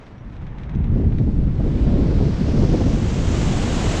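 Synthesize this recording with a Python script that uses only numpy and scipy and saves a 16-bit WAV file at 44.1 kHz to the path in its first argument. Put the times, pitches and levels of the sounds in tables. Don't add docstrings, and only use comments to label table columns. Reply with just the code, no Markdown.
import sys
import numpy as np
from scipy import signal
from scipy.fft import rfft, irfft
from scipy.io import wavfile
from scipy.ndimage import uniform_filter1d

SR = 44100
rng = np.random.default_rng(int(sys.argv[2]) if len(sys.argv) > 2 else 0)


def persist_wave(psi):
    counts = np.round(np.clip(psi, -1, 1) * 32767).astype(np.int16)
    wavfile.write(sys.argv[1], SR, np.atleast_2d(counts).T)


N = 176400
TIME = np.arange(N) / SR

# (t/s, half-width/s, f/Hz, level/dB)
FAINT_HIGH_TONES = [(.05, .03, 5670, -73), (.195, .028, 5750, -74), (.75, .018, 6000, -72)]
# (t/s, level/dB)
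RUSTLE_LEVEL = [(0, -45), (.09, -47.5), (.22, -49), (.33, -48), (.45, -45), (.53, -45.5), (.62, -44.5),
                (.75, -44), (1.0, -44), (1.3, -48.5), (2, -40.5)]
# (t/s, half-width/s, level/dB)
CLOTH_SWISHES = [(.045, 0.13, -63), (.33, 0.088, -65.5), (.44, 0.025, -70), (.62, 0.042, -67),
                 (.99, 0.078, -61), (1.2, 0.088, -62.5)]
# (t/s, level/dB)
FABRIC_SNAPS = [(.066, -45), (0.18, -48), (.247, -50), (.365, -45.5), (.416, -46), (0.466, -42),
                (.583, -39.5), (.633, -39), (.694, -40), (.749, -42), (.840, -39.5), (1.122, -43),
                (1.184, -36.5)]
# (t/s, rush level/dB, hiss level/dB)
FLOW_LEVELS = [(1.3, -60.5, -68), (1.5, -61, -72), (1.68, -53.5, -81), (1.83, -51, -61), (1.95, -53.5, -53),
               (2.36, -49, -49), (2.74, -45.5, -46.5), (3.02, -44.5, -45.5), (3.4, -39, -39),
               (3.7, -37, -37), (4, -35.5, -34.5)]
# (t/s, f/Hz)
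HISS_GLIDE = [(1.3, 3700), (1.9, 4100), (2.3, 4630), (2.7, 5130), (3.15, 6780), (3.5, 7200), (4, 7760)]
# (f/Hz, level/dB)
FLOW_ROLLOFF = [(6000, 3), (7400, 1.5), (8000, -3), (8500, -9), (9100, -14.5), (10000, -19), (11200, -20),
                (13000, -26), (15000, -34)]
# (t/s, half-width/s, level/dB, spectral shift/octaves)
GUST_STRIKES = [(0.257, 0.015, -35, -1), (0.435, 0.017, -32, -0.59), (.762, 0.016, -21, -0.46),
                (0.916, 0.014, -20.5, -0.99), (.94, 0.0045, -15.5, -0.67), (0.963, 0.01, -17, -.2),
                (1.004, .022, -21, -0.062), (1.042, .01, -22.5, 0.13), (1.081, .01, -18, -0.68),
                (1.209, 0.012, -16.5, -0.21), (1.285, 0.019, -17.5, -0.31), (1.387, .018, -21, -.35),
                (1.427, 0.015, -27, 0), (1.477, .009, -18.5, -0.46), (1.605, 0.016, -22, .05),
                (1.669, 0.027, -21.5, 0.058), (1.795, 0.012, -19, -0.26), (1.862, 0.024, -22.5, -.1),
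                (1.949, 0.024, -16.5, -.05), (2.001, 0.019, -18.5, 0), (2.059, 0.015, -20.5, .05),
                (2.111, 0.0056, -21.5, 0.21), (2.158, 0.0097, -18.5, -.3), (2.218, 0.02, -18.5, 0.23),
                (2.291, 0.026, -18.5, -0.19), (2.416, .008, -15, -.2), (2.49, 0.014, -21, 0),
                (2.589, 0.026, -20, 0.11), (2.64, 0.015, -18, 0.48), (2.697, .008, -17.5, 0.097),
                (2.746, 0.0092, -14, .3), (2.78, 0.0094, -22.5, 0.36), (2.815, 0.0089, -16.5, 0.44),
                (2.867, 0.0086, -14, -0.42), (2.904, .008, -28, 0.4), (2.941, 0.0076, -12.5, -.05),
                (3.122, 0.0079, -25.5, -.2), (3.645, 0.01, -29, .1)]
# (t/s, level/dB)
ROAR_LEVEL = [(0, -47), (.25, -52), (.7, -45), (.76, -35.5), (.88, -39), (.94, -33), (1.02, -27.5),
              (1.15, -35), (1.35, -33), (1.53, -37), (1.72, -30.5), (1.98, -23.5), (2.15, -29),
              (2.37, -33.5), (2.55, -25.5), (2.8, -28.5), (3.1, -29.5), (3.35, -31.5), (3.6, -29),
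              (4, -32.5)]
RUMBLE_LEVEL = [(0, -45.5), (.2, -37.5), (.3, -33), (.66, -29.5), (.8, -20), (1.0, -16), (1.22, -15.5),
                (1.33, -21.5), (1.42, -14.5), (1.53, -21), (1.62, -17), (2.0, -15.5), (2.3, -16),
                (2.38, -20.5), (2.6, -15.5), (3.05, -20), (3.4, -17.5), (3.65, -20.5), (4, -19)]
# (f/Hz, level/dB)
RUSTLE_SPECTRUM = [(150, 5), (400, 4.5), (850, 1.5), (1300, -3.5), (2000, -6.5), (2800, -14), (3800, -20.5),
                   (4600, -30), (5900, -30.5), (7500, -40), (9000, -53), (15000, -69.5)]
SWISH_SPECTRUM = [(1000, -3.5), (2500, 3.5), (4000, 2), (6000, -4.5), (8000, -14), (10500, -24),
                  (15000, -46)]
SNAP_SPECTRUM = [(300, -8), (1000, -3), (1550, 6.5), (2200, 7), (2900, -1), (3750, 1), (4500, -11),
                 (6400, -14), (8000, -26), (11000, -40), (15000, -58)]
RUSH_SPECTRUM = [(150, -13), (400, 10.5), (800, 5), (1300, 1), (1900, -2), (2900, -1.5), (4500, -6.5),
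                 (7000, -14.5), (10000, -8), (15000, -17.5)]
ROAR_SPECTRUM = [(100, -11), (200, -4.5), (280, 4), (400, -8), (520, -5.5), (700, -18.5), (1000, -35.5),
                 (2000, -56.5), (6000, -97.5)]
GUST_SPECTRUM = [(50, -6), (120, 1), (250, 3.5), (380, -4.5), (520, -11.5), (720, -19.5), (1000, -33),
                 (2000, -62), (6000, -95.5)]
RUMBLE_SPECTRUM = [(8, -17.5), (25, 2), (45, 1), (75, 1.5), (110, -1.5), (160, -3), (230, -9), (340, -19.5),
                   (600, -46), (1500, -102.5)]

UNSHIFTED_AT_S = 2.07


def amp(db):
    return 10 ** (np.asarray(db) / 20)


def unit(x):
    return x / np.sqrt(np.mean(x ** 2) + 1e-20)


def along(table, column=1):
    rows = np.array(table, float)
    return np.interp(TIME, rows[:, 0], rows[:, column])


def swells(rows):
    return sum(amp(db) * np.exp(-((TIME - at) / width) ** 2) for at, width, db in rows)


def gain_at(spectrum, hz):
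    f, db = np.transpose(spectrum)
    return amp(np.interp(np.log(hz + 1), np.log(f), db))


def colour(x, spectrum):
    return irfft(rfft(x, 2 * N) * gain_at(spectrum, np.fft.rfftfreq(2 * N, 1 / SR)))[:N]


def below(x, hz):
    return signal.sosfiltfilt(signal.butter(2, hz, fs=SR, output="sos"), x)


def noise(spectrum):
    return unit(colour(rng.standard_normal(N), spectrum))


def moving_noise(shape, control, size=512):
    frames = dict(nperseg=size, noverlap=size - size // 4)
    hz, t, spectra = signal.stft(rng.standard_normal(N), SR, **frames)
    gain = shape(hz[:, None], np.interp(t, TIME, control))
    gain = gain / np.sqrt((gain ** 2).sum(0))
    return unit(signal.istft(spectra * gain, **frames)[1][:N])


def shifted_noise(spectrum, octaves, size=1024):
    return moving_noise(lambda hz, shift: gain_at(spectrum, hz / 2 ** shift), octaves, size)


def eddies(slow_hz=10, fast_hz=70):
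    hz = np.fft.rfftfreq(N, 1 / SR)
    weight = hz / (hz ** 2 + slow_hz ** 2) ** (3 / 4) / (1 + (hz / fast_hz) ** 2)
    return unit(irfft(rfft(rng.standard_normal(N)) * weight, N))


def faint_high_tones(half_band_hz=174):
    out = np.zeros(N)
    for at, width, hz, db in FAINT_HIGH_TONES:
        modulation = below(rng.standard_normal(2 * N), half_band_hz)[N // 2:][:N]
        out += swells([(at, width, db)]) * unit(modulation * np.sin(2 * np.pi * hz * TIME))
    return out


def suit_rustle(swing_db=1.1):
    rustle = noise(RUSTLE_SPECTRUM) * amp(along(RUSTLE_LEVEL))
    swishes = noise(SWISH_SPECTRUM) * swells(CLOTH_SWISHES)
    return (rustle + swishes) * amp(swing_db * eddies())


def crack(rise_s=0.0014, fall_s=0.0018, tail_s=0.016, tail_db=-10.5, smoothing_hz=350):
    t = np.arange(4096) / SR
    decay = np.exp(-t / fall_s) + amp(tail_db) * np.exp(-t / tail_s)
    envelope = np.minimum(t / rise_s, 1) * decay
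    spectrum = rfft(envelope * rng.standard_normal(len(t)))
    power = uniform_filter1d(abs(spectrum) ** 2, int(smoothing_hz * len(t) / SR))
    burst = irfft(spectrum / np.sqrt(power))
    burst *= 1 - t / t[-1]
    return burst * np.linalg.norm(envelope) / np.linalg.norm(burst)


def fabric_snaps():
    cracks = np.zeros(N)
    for at, db in FABRIC_SNAPS:
        burst, start = amp(db) * crack(), round(at * SR)
        cracks[start:start + len(burst)] += burst
    power_gain = np.mean(gain_at(SNAP_SPECTRUM, np.fft.rfftfreq(N, 1 / SR)) ** 2)
    return colour(cracks, SNAP_SPECTRUM) / np.sqrt(power_gain)


def hiss_band(hz, centre_hz, sigma_oct=0.29, floor_db=-10):
    return np.exp(-0.5 * (np.log2((hz + 1) / centre_hz) / sigma_oct) ** 2) + amp(floor_db)


def wing_flutter(rush, rate_hz=44, wander=0.44, depth_db=1, below_hz=2700):
    beat = np.sin(2 * np.pi * np.cumsum(rate_hz * (1 + wander * eddies())) / SR)
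    return rush + below(rush, below_hz) * (amp(depth_db * beat) - 1)


def airflow(swirl, rush_db=4.5, hiss_db=-3, swing_db=0.5, onset_db_per_s=23.5):
    hiss = moving_noise(hiss_band, along(HISS_GLIDE)) * amp(along(FLOW_LEVELS, column=2) + hiss_db)
    rush = wing_flutter(noise(RUSH_SPECTRUM) * amp(along(FLOW_LEVELS) + rush_db))
    fade_in_db = onset_db_per_s * np.minimum(TIME - FLOW_LEVELS[0][0], 0)
    return colour((rush + hiss) * amp(swing_db * swirl + fade_in_db), FLOW_ROLLOFF)


def eddy_roar(swirl, gust_envelope, rise_oct_per_s=0.37, rise_until_s=2.13, swing_oct=0.23,
              gain_db=1, swing_db=-1.5, swept_share=0.38):
    drift_oct = rise_oct_per_s * (np.minimum(TIME, rise_until_s) - UNSHIFTED_AT_S)
    level_db = along(ROAR_LEVEL)
    roar = shifted_noise(ROAR_SPECTRUM, drift_oct + swing_oct * swirl)
    roar *= amp(level_db + gain_db + swing_db * swirl)
    gust_dominance = gust_envelope / np.hypot(gust_envelope, amp(level_db))
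    return roar * (1 - swept_share * gust_dominance)


def gusts(envelope, smoothing_s=0.0076):
    air = shifted_noise(GUST_SPECTRUM, along(GUST_STRIKES, column=3))
    power = uniform_filter1d(abs(signal.hilbert(air)) ** 2, int(smoothing_s * SR))
    even_air = unit(air / np.sqrt(abs(power) + 1e-9))
    return even_air * envelope


def buffeting_rumble(rise_oct_per_s=0.1, thin_from_s=3.6, thin_db_per_s=2, thin_below_hz=160):
    rumble = shifted_noise(RUMBLE_SPECTRUM, rise_oct_per_s * (TIME - UNSHIFTED_AT_S), size=4096)
    bass_gain = amp(-thin_db_per_s * np.maximum(TIME - thin_from_s, 0))
    rumble += below(rumble, thin_below_hz) * (bass_gain - 1)
    return rumble * amp(along(RUMBLE_LEVEL))


def scene():
    swirl = unit(np.tanh(eddies()))
    gust_envelope = swells([row[:3] for row in GUST_STRIKES])
    wind = eddy_roar(swirl, gust_envelope) + buffeting_rumble() + airflow(swirl) + gusts(gust_envelope)
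    return (wind + suit_rustle() + fabric_snaps() + faint_high_tones())[None]


def record(dry, bass_hz=1500, threshold_db=-8.5, window_s=0.015, knee=0.2, headroom=0.35, top_hz=15000):
    bass = below(dry[0], bass_hz)
    window = np.hanning(int(window_s * SR))
    power = signal.oaconvolve(bass ** 2, window / window.sum(), "same")
    excess_db = np.maximum(10 * np.log10(abs(power) + 1e-12) - threshold_db, 0)
    held = bass * amp(-7 / 3 * excess_db)
    overshoot = np.maximum(abs(held) - knee, 0)
    rounded = np.clip(held, -knee, knee) + np.sign(held) * headroom * np.tanh(overshoot / headroom)
    limited = dry[0] + below(rounded - bass, bass_hz)
    low_pass = signal.firwin(511, top_hz, window=("kaiser", 9), fs=SR)
    return signal.oaconvolve(limited, low_pass, "same")[None]


dry = scene()
out = record(dry)
persist_wave(out)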